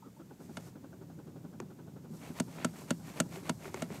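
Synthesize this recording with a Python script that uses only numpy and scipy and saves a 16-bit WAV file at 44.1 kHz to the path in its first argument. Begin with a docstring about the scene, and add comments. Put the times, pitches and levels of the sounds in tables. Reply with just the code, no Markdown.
"""Stockinged foot on a machine pedal

Close by in a small carpeted room, what sounds like a sewing machine runs up to speed and chugs on,
with a low hum, a faint whine and dull knocks from its frame. Its plastic pedal squeaks, clicks twice,
then is pumped against its stop: each push is a swish of stocking, a sharp clack and a floor thump."""
import sys
import numpy as np
from scipy import signal
from scipy.fft import rfft, irfft, next_fast_len
from scipy.io import wavfile
from scipy.ndimage import uniform_filter1d, map_coordinates

SR = 44100
rng = np.random.default_rng(int(sys.argv[2]) if len(sys.argv) > 2 else 0)


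def int16_out(signal):
    """Quantize to a 16-bit WAV file."""
    q = np.round(np.clip(np.atleast_2d(signal).T, -1, 1) * 32767)
    wavfile.write(sys.argv[1], SR, q.astype(np.int16))


N = 176400
PUMPING_START_S = 2.08  # from here the stocking rustles and the machine's strokes soften


def amp(db):
    """Decibels to gain."""
    return 10 ** (np.asarray(db) / 20)


def unit(x):
    """Scale to rms 1."""
    return x / np.sqrt(np.mean(x ** 2) + 1e-20)


def clock(size):
    """Seconds for each sample."""
    return np.arange(size) / SR


def filtered(x, response):
    """Filter x by a response given as a function of frequency."""
    size = next_fast_len(len(x) + SR // 2)
    return irfft(rfft(x, size) * response(np.fft.rfftfreq(size, 1 / SR)), size)[:len(x)]


def eq_gain(colour, f):
    """Gain at frequencies f of a colour: an EQ curve whose rows are frequency in Hz, relative dB."""
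    hz, db = np.transpose(colour)
    return amp(np.interp(np.log(f + 1), np.log(hz), db))


def noise(colour):
    """Coloured noise of rms 1."""
    return unit(filtered(rng.standard_normal(N), lambda f: eq_gain(colour, f)))


def burst(colour, envelope, white):
    """A very short noise hit, roughly flattened and then given its colour."""
    spectrum, f = rfft(white * envelope), np.fft.rfftfreq(len(envelope), 1 / SR)
    coarse = np.sqrt(np.abs(uniform_filter1d(np.abs(spectrum) ** 2, size=161)) + 1e-20)
    hit = irfft(spectrum / coarse * eq_gain(colour, f), len(envelope))
    hit[len(hit) // 2:] = 0  # drop the filter's wrapped-around pre-ring
    return unit(hit) * np.sqrt(np.mean(envelope ** 2))


def wobble(rate):
    """A smooth random curve, rate knots a second."""
    return map_coordinates(rng.standard_normal(int(N * rate / SR) + 4), [clock(N) * rate])


def fade(t, t60):
    """Exponential decay, 60 dB down after t60 seconds."""
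    return amp(-60 * t / t60)


def strike(t, attack_s, t60_s, decay_from_s=0):
    """A percussive envelope: linear attack, exponential decay."""
    return np.minimum(t / attack_s, 1) * fade(np.maximum(t - decay_from_s, 0), t60_s)


def swell(middle_s, half_s):
    """A bell-shaped rise and fall."""
    return np.exp(-((clock(N) - middle_s) / half_s) ** 2 / 2)


def ring(modes, t, scatter_db, ratio):
    """Damped modes, the k-th weighted by ratio ** k; a negative ratio alternates their polarity."""
    out = np.zeros(len(t))
    for k, (hz, db, t60) in enumerate(modes):
        gain = ratio ** k * amp(db + scatter_db * rng.standard_normal())
        out += gain * fade(t, t60) * np.sin(2 * np.pi * hz * t)
    return out


def add(track, start_s, sound):
    """Mix a sound in at a time."""
    part = track[max(0, round(start_s * SR)):][:len(sound)]
    part += sound[:len(part)]


def machine():
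    """Strokes tap and chug over a growing hum; the motor's whine climbs once in every stroke."""
    # Colours of the soft chug, light tap and low hum. Each row: frequency in Hz, relative level in dB.
    chug_colour = [(60, -41), (130, 2.5), (260, 1), (390, -1.5), (480, -13), (560, -5), (650, -26),
                   (800, -16), (1150, -21), (1500, -27.5), (2000, -38), (5000, -40.5), (15000, -60)]
    tap_colour = [(150, -24), (380, 7.5), (560, -8), (670, 4.5), (820, 3.5), (1150, -7.5), (1500, 0),
                  (1900, -22), (4000, -24), (15000, -54)]
    hum_colour = [(20, -29), (45, -51), (70, -13.5), (105, -6), (135, -3), (165, 2), (205, -5.5),
                  (280, -9.5), (400, -16), (600, -24), (1000, -32), (2000, -67), (8000, -57.5)]
    # The hum's slow build. Each row: time in seconds, level in dB.
    hum_build = [(0, -58.5), (.28, -54), (.55, -52.5), (1.1, -51), (2.2, -50.5), (3, -49.5), (4, -48.5)]
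    settled_start_s, stroke_s, run_up_s, run_up_strokes = 0.1621, 0.0862, 0.091, 1.2
    chug_db, scatter_db, tap_db, tap_lead_s, ease_db, waver_db = -50.5, 1.5, -56, 0.015, -1.5, 0.73
    whine_db, base_hz, sweep_hz, run_up_hz, whine_lag_s = -82, 10700, 1000, 2440, 0.018
    t, k = clock(N), np.arange(int(N / SR / stroke_s) + 2)
    # The strokes quicken and settle to a steady beat.
    times = settled_start_s + k * stroke_s - run_up_s * np.exp(-k / run_up_strokes)
    gains = amp(chug_db + scatter_db * rng.standard_normal(len(k)))
    chugs = sum(gain * swell(s, half_s=0.014) for s, gain in zip(times, gains)) * noise(chug_colour)
    tap = amp(tap_db) * strike(clock(SR // 5), attack_s=0.008, t60_s=0.095, decay_from_s=0.008)
    tap_envelope = np.zeros(N)
    for s in times[1:]:
        add(tap_envelope, s - tap_lead_s, tap)
    hum = amp(np.interp(t, *np.transpose(hum_build)) + waver_db * wobble(18)) * noise(hum_colour)
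    turns = np.interp(t - whine_lag_s, times, k)
    whine_hz = base_hz + sweep_hz * (turns % 1) - run_up_hz * np.exp(-turns / run_up_strokes / 2)
    whine = amp(whine_db) * np.sin(np.pi * (turns % 1)) * np.sin(2 * np.pi * np.cumsum(whine_hz) / SR)
    ease = amp(ease_db * (t > PUMPING_START_S))
    return ease * (chugs + tap_envelope * noise(tap_colour)) + hum + whine


def room_air():
    """A faint, steady bed of hiss."""
    # The colour of the air. Each row: frequency in Hz, relative level in dB.
    air_colour = [(100, 9.5), (1500, 6), (3000, 1.5), (4500, 0.5), (7000, 3.5), (8500, 1), (10000, -5),
                  (12000, 0.5), (15500, -2.5)]
    return amp(-68) * noise(air_colour)


def pivot_squeaks():
    """The pedal's pivot gives faint, rough squeaks that sag in pitch."""
    # The squeaks. Each row: start in seconds, length in seconds, opening pitch in Hz, level in dB.
    squeaks = [(.023, .014, 890, -52), (0.02, 0.074, 1310, -60), (0.164, 0.016, 900, -58),
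               (0.212, 0.02, 1310, -62)]
    sag_per_s, roughness = 0.6, 0.05
    out = np.zeros(N)
    for s, length, hz, db in squeaks:
        t = clock(int(length * SR))
        pitch = hz * (1 - sag_per_s * t + roughness * wobble(380)[:len(t)])
        arch = np.sqrt(np.abs(np.sin(np.pi * t / length)))
        add(out, s, amp(db) * arch * np.sin(2 * np.pi * np.cumsum(pitch) / SR))
    return out


def frame_thuds():
    """Dull, quickly damped knocks of the machine's frame."""
    # The knocks. Each row: start in seconds, pitch in Hz, level in dB.
    thuds = [(.198, 325, -41.5), (0.309, 273, -38.5), (.756, 300, -40.5), (1.185, 298, -37.5),
             (1.448, 260, -41), (1.622, 235, -37), (2.104, 229, -36), (2.302, 257, -33),
             (3.912, 212, -34.5)]
    overtone_ratio, overtone_db = 1.552, -10
    out, t = np.zeros(N), clock(SR // 4)
    envelope = strike(t, attack_s=0.0025, t60_s=0.071)
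    for s, hz, db in thuds:
        phase = 2 * np.pi * hz * t
        tone = np.sin(phase) + amp(overtone_db) * np.sin(overtone_ratio * phase)
        add(out, s, amp(db) * envelope * tone)
    return out


def stocking():
    """Fabric slides as the leg moves: a grainy rub and a finer hiss, plus a rustle while it pumps."""
    # The slides. Each row: middle in seconds, half length in seconds, rub in dB, hiss in dB.
    swishes = [(0.437, 0.029, -72, -64.5), (0.587, 0.068, -63.5, -63), (0.671, 0.027, -65, -62.5),
               (2.26, 0.04, -52.5, -62), (2.378, 0.019, -48, -56.5), (2.532, 0.032, -56.5, -65),
               (2.616, 0.046, -49.5, -61), (2.797, 0.04, -54, -58), (2.902, 0.019, -51, -57.5),
               (3.088, 0.03, -50.5, -58), (3.179, 0.022, -47, -55), (3.357, 0.037, -50.5, -56),
               (3.474, 0.022, -47.5, -56), (3.656, 0.031, -49.5, -57), (3.791, 0.042, -49.5, -58.5),
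               (3.948, 0.03, -48.5, -56)]
    # Colours of the rub and the hiss. Each row: frequency in Hz, relative level in dB.
    rub_colour = [(100, -36), (250, 4.5), (420, 2.5), (700, 1.5), (1400, -6), (1700, -7), (2300, -4.5),
                  (3100, -11.5), (4500, -15), (6500, -48), (15000, -55)]
    hiss_colour = [(1000, 4), (2800, -8.5), (4500, -1), (6000, 1), (8000, 1), (10000, -4), (13000, -3),
                   (15500, -13.5)]
    rustle_db, rustle_rise_s, rub_grain_db, hiss_grain_db = -63, 0.063, 2, 1.4
    rustle = amp(rustle_db) * np.clip((clock(N) - PUMPING_START_S) / rustle_rise_s, 0, 1)
    rub_power = sum((amp(db) * swell(s, half)) ** 2 for s, half, db, _ in swishes)
    hiss_power = rustle ** 2 + sum((amp(db) * swell(s, half)) ** 2 for s, half, _, db in swishes)
    rub = unit(noise(rub_colour) * amp(rub_grain_db * wobble(250)))
    hiss = unit(noise(hiss_colour) * amp(hiss_grain_db * wobble(400)))
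    return np.sqrt(rub_power) * rub + np.sqrt(hiss_power) * hiss


def pedal_stop():
    """Plastic cracks on plastic, the shell clacks and rings, then the pedal thumps the floor."""
    # Hits on the stop. Each row: start in seconds, then thump, clack and crack faders in dB.
    stops = [(0.5696, -38.5, -38.5, -46), (2.3991, -25, -33.5, -30.5), (2.6458, -23.5, -30.5, -29.5),
             (2.9056, -23.5, -30.5, -30), (3.2007, -22.5, -28, -23.5), (3.4941, -24.5, -30, -32.5),
             (3.8207, -29, -35.5, -38.5)]
    # Modes of the shell, and of the pedal on the floor.
    # Each row: frequency in Hz, relative level in dB, time to fall 60 dB in seconds.
    shell_modes = [(578, -2, 0.038), (648.5, -.5, 0.055), (831, -9.5, 0.05), (968, -6, .045),
                   (1330, -1.5, 0.038), (1452, -6, 0.03), (1680, -9.5, 0.033), (2173, -10.5, 0.034),
                   (2868, -6, 0.028), (3560, -8.5, 0.019), (4484, -11.5, 0.033), (7450, -6, 0.018),
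                   (8460, -6, 0.012)]
    floor_modes = [(125, -17, 0.27), (174, -6, 0.14), (212, -17, .1), (245, 4.5, 0.056), (323, -4, 0.048),
                   (405, -6, 0.035)]
    # Colours of the bright crack and the woodier clack. Each row: frequency in Hz, relative level in dB.
    crack_colour = [(1000, -4), (3000, -6), (5000, -10.5), (6600, 1), (8300, 0), (9500, -7.5),
                    (12000, -13.5), (15500, -26)]
    clack_colour = [(120, -28), (400, 2), (620, 8), (780, -3), (980, 1.5), (1130, -9.5), (1380, 7),
                    (2000, -9), (3100, -7), (4500, -7.5), (6000, -15), (15000, -32)]
    crack_trim_db, clack_trim_db, contact_s, fresh_noise = 1.5, -1, 0.0012, 0.49
    thump_delay_s, thump_attack_s, low_cut_hz = 0.00553, 0.001, 119
    plastic, thumps, t = np.zeros(N), np.zeros(N), clock(SR // 3)
    crack_envelope = strike(t, attack_s=contact_s, t60_s=0.017, decay_from_s=0.0013)
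    clack_envelope = strike(t, attack_s=0.0021, t60_s=0.027, decay_from_s=0.0021)
    shared_noise = rng.standard_normal((2, len(t)))  # makes every hit sound like the same pedal
    for s, thump_db, clack_db, crack_db in stops:
        white = shared_noise + fresh_noise * rng.standard_normal(shared_noise.shape)
        crack = amp(crack_trim_db) * burst(crack_colour, crack_envelope, white[0])
        clack = amp(clack_trim_db) * burst(clack_colour, clack_envelope, white[1])
        shell = ring(shell_modes, t, scatter_db=2.5, ratio=-0.99) * np.minimum(t / contact_s, 1)
        thump = ring(floor_modes, t, scatter_db=0.44, ratio=0.97) * (1 - np.exp(-t / thump_attack_s))
        add(plastic, s, amp(crack_db) * crack + amp(clack_db) * (clack + shell))
        add(thumps, s + thump_delay_s, -amp(thump_db) * thump)
    low_cut = signal.butter(4, low_cut_hz, 'high', fs=SR, output='sos')
    return plastic + signal.sosfilt(low_cut, thumps)


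def linkage_clicks():
    """Play in the pedal's linkage: a bright tick and a short snap over a hollow knock."""
    # The clicks. Each row: start in seconds, then tick, snap and knock faders in dB.
    clicks = [(1.601, -39.5, -35, -36.5), (2.584, -62, -40, -47.5), (3.37, -62, -48, -39.5),
              (3.655, -58, -36.5, -40), (3.743, -34, -30.5, -35.5), (3.903, -60, -42, -38.5)]
    # Colours of the tick and the snap. Each row: frequency in Hz, relative level in dB.
    tick_colour = [(2000, -10), (4500, -9), (7000, -0.5), (9000, -13), (11000, -22), (15000, -24)]
    snap_colour = [(120, -28), (600, 0), (1200, 5.5), (1700, -4.5), (2300, -1.5), (3400, -23), (7000, -28),
                   (15000, -44)]
    # Linkage modes. Each row: typical frequency in Hz, relative level in dB, 60 dB decay in seconds.
    knock_modes = [(268, -11, 0.08), (386, 1, 0.085), (520, -4, 0.03)]
    attack_s, pitch_spread = 0.00062, 0.06
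    out, t = np.zeros(N), clock(SR // 3)
    tick_envelope, snap_envelope = strike(t, attack_s, t60_s=0.01), strike(t, attack_s, t60_s=0.017)
    for s, tick_db, snap_db, knock_db in clicks:
        tick = burst(tick_colour, tick_envelope, rng.standard_normal(len(t)))
        snap = burst(snap_colour, snap_envelope, rng.standard_normal(len(t)))
        varispeed = 1 + pitch_spread * rng.standard_normal()
        knock = ring(knock_modes, t * varispeed, scatter_db=0, ratio=-1.04)
        add(out, s, amp(tick_db) * tick + amp(snap_db) * snap + amp(knock_db) * knock)
    return out


def room_reverb(x):
    """The short, dull answer of a carpeted room."""
    wet_db, t60_s, damping_hz = -21.5, 0.091, 2200
    t = clock(SR // 2)
    tail = filtered(rng.standard_normal(len(t)) * fade(t, t60_s), lambda f: 1 / (1 + 1j * f / damping_hz))
    return amp(wet_db) * signal.fftconvolve(x, tail / np.linalg.norm(tail))[:N]


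def scene():
    """A mono mix: knocks and squeaks get a touch of room; stocking, machine and air stay dry."""
    contacts = pedal_stop() + linkage_clicks() + pivot_squeaks() + frame_thuds()
    return (contacts + room_reverb(contacts) + stocking() + machine() + room_air())[None]


def record(dry):
    """A steep high cut takes off the very top of the treble."""
    high_cut_hz = 15700
    return np.array([filtered(x, lambda f: 1 / (1 + (f / high_cut_hz) ** 160)) for x in dry])


dry = scene()
out = record(dry)
int16_out(out)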